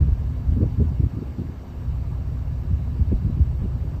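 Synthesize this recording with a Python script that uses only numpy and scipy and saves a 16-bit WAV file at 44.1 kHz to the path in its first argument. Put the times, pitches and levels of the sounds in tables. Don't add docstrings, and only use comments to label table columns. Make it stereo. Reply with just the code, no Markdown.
import sys
import numpy as np
from scipy import signal
from scipy.fft import rfft, irfft
from scipy.io import wavfile
from scipy.ndimage import uniform_filter1d

SR = 44100
rng = np.random.default_rng(int(sys.argv[2]) if len(sys.argv) > 2 else 0)


def generate_wav(signal):
    frames = np.transpose(np.atleast_2d(signal))
    scaled = np.clip(frames, -1, 1) * 32767
    pcm = np.round(scaled).astype(np.int16)
    wavfile.write(sys.argv[1], SR, pcm)


N = 176400
T, HZ = np.arange(N) / SR, np.fft.rfftfreq(N, 1 / SR)
WIND_SIDE_DB = -17.5


def engine(cycle_hz=4.994, wander=0.0016, trim_db=0.2, side_db=-18):
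    # multiple of the cycle rate, level/dB
    orders = [(8, -37.5), (11, -37), (12, -44), (13, -31), (14, -48), (15, -41), (16, -33), (17, -45),
              (18, -50), (19, -35), (23, -51), (24, -35), (25, -42), (26, -50), (27, -43), (29, -47),
              (30, -43), (31, -51), (33, -48), (35, -52), (40, -57), (47, -56), (50, -53), (51, -56)]
    firing = [1, -1, -1, 1, -1, 1, 1, -1]
    # t/s, gain/dB
    envelope = [(0, 0), (.95, 0.5), (1.08, -9), (1.2, -13), (1.58, -9), (1.74, -9.5), (1.9, -0.5), (2.6, 0),
                (4, -1.5)]
    bank_lag_rad, scatter_rad, cylinder_spread = 0.63, 0.44, 0.042
    turns = np.cumsum(cycle_hz * (1 + wander * drift(rate_hz=11))) / SR + rng.random()
    strengths = 1 + cylinder_spread * rng.standard_normal(len(firing))
    pattern = np.fft.fft(strengths * np.exp(1j * bank_lag_rad * np.array(firing)))
    size = 4096
    lines = np.zeros(size, complex)
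    for order, db in orders:
        phase_rad = np.angle(pattern[int(order) % len(firing)]) + scatter_rad * rng.standard_normal()
        lines[int(order)] = np.sqrt(2) * amp(db) * np.exp(1j * phase_rad)
    one_cycle = size * np.fft.ifft(lines)
    throb = np.interp(turns, np.arange(size) / size, one_cycle, period=1)
    return stereo(throb.real, amp(side_db) * throb.imag) * amp(trim_db) * level(envelope)


def wind_rumble(swell_db=0.8):
    # f/Hz, relative density/dB
    spectrum = [(10, -37.5), (25, -23.5), (40, -4), (65, 7), (100, -1), (140, -3.5), (190, -10.5),
                (260, -23), (380, -40.5), (600, -48), (1500, -82.5)]
    # t/s, level/dB
    strength = [(0, -16.5), (.2, -28.5), (.36, -36), (.55, -23.5), (.93, -32.5), (1.12, -34), (1.35, -37),
                (1.6, -41.5), (1.85, -30), (2.25, -45.5), (2.55, -43), (2.8, -26.5), (2.95, -39.5),
                (3.2, -27), (3.55, -28.5), (3.8, -30), (4, -29)]
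    air = stereo(noise(colour(spectrum)), amp(WIND_SIDE_DB) * noise(colour(spectrum)))
    lumps = unit(amp(swell_db * drift(rate_hz=18)))
    return air * level(strength) * lumps


def wind_buffets(pitch_sag=0.034, thump_trim_db=-4.5, flutter_trim_db=-2.5, scuff_trim_db=-5):
    # centre t/s, length/s, thump f/Hz, relative levels of thump/dB, flutter/dB, scuff/dB
    eddies = [(0.022, 0.047, 93, -14.5, -26.5, -37), (0.03, 0.052, 132, -16, -32, -38.5),
              (0.088, 0.023, 94.7, -17.5, -41, -32), (0.129, 0.027, 70, -10.5, -49, -46),
              (0.495, 0.034, 68, -12, -29.5, -62), (0.528, 0.031, 83.5, -16, -27, -55),
              (0.574, 0.04, 100, -25.5, -22.5, -31.5), (0.602, 0.024, 100, -24, -18.5, -33.5),
              (0.62, 0.042, 75, -9, -22, -26), (0.635, 0.029, 94, -28, -18, -19),
              (0.66, 0.033, 63.6, -28, -21.5, -32), (0.787, 0.036, 84, -12.5, -25, -49),
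              (0.802, 0.022, 110, -24, -20, -23.5), (0.819, 0.046, 74, -13, -20.5, -23),
              (0.855, 0.068, 78, -21, -29.5, -37), (0.924, 0.025, 70.6, -18.5, -29.5, -46),
              (1.004, 0.029, 91.5, -13, -19.5, -40), (1.04, 0.044, 77.5, -11, -25, -33.5),
              (1.067, 0.025, 91, -14.5, -22.5, -57), (1.144, 0.035, 101, -28.5, -30, -59),
              (1.171, 0.024, 90, -21.5, -29.5, -36), (1.189, 0.019, 98, -43, -24, -30),
              (1.225, 0.028, 93, -26.5, -27, -30.5), (1.315, 0.026, 100, -42, -33, -41),
              (1.393, 0.033, 107, -24, -24.5, -32.5), (1.411, 0.042, 82.6, -23.5, -27.5, -34.5),
              (1.46, 0.04, 92, -28, -28, -44.5), (1.493, 0.03, 66.4, -24.5, -32, -43),
              (2.712, 0.034, 102, -17, -27, -58), (2.739, 0.034, 80, -11.5, -34, -56),
              (2.997, 0.0216, 107, -24, -23, -44), (3.019, 0.043, 71, -10.5, -34, -61),
              (3.091, 0.058, 80, -20.5, -36, -43.5), (3.121, 0.018, 107, -15, -23.5, -24.5),
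              (3.129, 0.026, 127.6, -16, -14.5, -28), (3.15, 0.046, 54, -10.5, -39, -66),
              (3.25, 0.0248, 100, -16.5, -23, -36.5), (3.269, 0.03, 80, -14, -25, -50),
              (3.301, 0.023, 64, -18, -23, -34), (3.377, 0.023, 121, -16, -27.5, -45),
              (3.403, 0.032, 130, -14.5, -27, -40.5), (3.421, 0.054, 72, -10, -36.5, -53),
              (3.623, 0.026, 70, -12.5, -30.5, -31.5), (3.647, 0.027, 99, -16.5, -25, -39),
              (3.66, 0.018, 110, -39, -25, -35)]
    out = np.zeros((2, N))
    for eddy, start_turns in zip(eddies, rng.random(len(eddies))):
        centre_s, length_s, thump_hz, thump_db, flutter_db, scuff_db = eddy
        span = abs(T - centre_s) < length_s / 2
        u = (T[span] - centre_s) / length_s
        swell = np.cos(np.pi * u) ** 2
        turns = thump_hz * length_s * (u - pitch_sag * u ** 2 / 2) + start_turns
        thump = unit(swell * np.sin(2 * np.pi * turns))
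        flutter = puff(swell, low_hz=127, high_hz=260, db_per_octave=-3.5)
        scuff_top_hz = 459 + 5 * (scuff_db + 21.5)
        scuff = puff(swell, low_hz=275, high_hz=scuff_top_hz, db_per_octave=-6.5)
        out[:, span] += (amp(thump_db + thump_trim_db) * thump
                         + amp(flutter_db + flutter_trim_db) * flutter
                         + amp(scuff_db + scuff_trim_db) * scuff)
    return out / np.sqrt(2)


def puff(swell, low_hz, high_hz, db_per_octave):
    size = 8192
    hz = np.fft.rfftfreq(size, 1 / SR)
    band = ((1 + (low_hz / (hz + 1)) ** 8) * (1 + (hz / high_hz) ** 12)) ** -.5
    tilt = amp(db_per_octave * np.log2(np.maximum(hz / low_hz, 1)))
    mid, side = irfft(rfft(rng.standard_normal((2, size))) * band * tilt)[:, :len(swell)]
    return unit(stereo(mid, amp(WIND_SIDE_DB) * side) * swell)


def outdoor_wash(mid_db=-45, side_db=-49.5, swell_db=0.2):
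    # f/Hz, relative density/dB
    mid_spectrum = [(20, 0.5), (150, 8), (300, 4.5), (370, 3), (500, -1), (750, -7), (1000, -5.5),
                    (1400, -11.5), (2000, -17.5), (2700, -19), (3300, -23.5), (4500, -26), (6500, -30.5),
                    (8000, -29), (8800, -36), (10000, -53.5), (11200, -38.5), (12300, -34.5), (13100, -30),
                    (14200, -30), (15500, -44.5)]
    # f/Hz, relative density/dB
    side_spectrum = [(20, -12.5), (250, 10.5), (400, 2.5), (650, 2), (900, 2), (1200, -4.5), (1700, -17.5),
                     (2300, -41), (4000, -37), (6500, -62), (8500, -27), (10500, -25.5), (13000, -36.5),
                     (15500, -35.5)]
    # f/Hz, width/Hz, level/dB
    bands = [(252.2, 28, -47), (359.3, 22, -59.5), (651, 130, -59), (822, 29, -66), (959, 52, -67.5),
             (1156, 18, -71), (1685, 42, -71.5), (2170, 65, -74), (2700, 98, -76), (2890, 47, -81),
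             (2990, 120, -78), (3750, 66, -80), (3956, 57, -82), (4320, 60, -86), (4464, 45, -78.5),
             (4570, 25, -82.5), (4710, 53, -80), (4820, 35, -85), (5670, 55, -85), (5580, 70, -80.5),
             (5860, 55, -86), (13576, 60, -85.5)]
    wash = amp(mid_db) * noise(colour(mid_spectrum)) * amp(swell_db * drift(rate_hz=62))
    band_power = np.zeros(len(HZ))
    for centre_hz, width_hz, db in bands:
        peak = 1 / (1 + 2 * ((HZ - centre_hz) / width_hz) ** 2)
        band_power += (amp(db) * unit(peak)) ** 2
    whines = np.sqrt(band_power.mean()) * noise(np.sqrt(band_power))
    return stereo(flicker(wash + whines), amp(side_db) * noise(colour(side_spectrum)))


def flicker(x, depth_db=1.31):
    spectra = signal.stft(x, nperseg=512, noverlap=384)[2]
    patches = uniform_filter1d(rng.standard_normal(spectra.T.shape), size=14, axis=0)
    patches = unit(uniform_filter1d(patches, size=5, axis=1))
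    return signal.istft(spectra * amp(depth_db * patches.T), nperseg=512, noverlap=384)[1][:N]


def amp(db):
    return 10 ** (np.asarray(db) / 20)


def unit(x):
    return x / np.sqrt(np.mean(x ** 2) + 1e-20)


def level(points):
    return amp(np.interp(T, *np.transpose(points)))


def colour(points):
    hz, db = np.transpose(points)
    return amp(np.interp(np.log(HZ + 1), np.log(hz), db))


def noise(gain):
    return unit(irfft(rfft(rng.standard_normal(N)) * gain, N))


def drift(rate_hz):
    return noise(np.exp(-(HZ / rate_hz) ** 2) * (HZ > 0))


def stereo(mid, side):
    return np.array([mid + side, mid - side])


def scene():
    return engine() + wind_rumble() + wind_buffets() + outdoor_wash()


def record(dry):
    fade_s, cutoff_hz = 0.008, 15650
    to_end_s = np.minimum(T, T[::-1])
    fade = np.sin(np.pi / 2 * np.minimum(to_end_s / fade_s, 1)) ** 2
    low_pass = signal.firwin(511, cutoff_hz, window=("kaiser", 9), fs=SR)
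    return signal.oaconvolve(dry * fade, low_pass[None], "same")


dry = scene()
out = record(dry)
generate_wav(out)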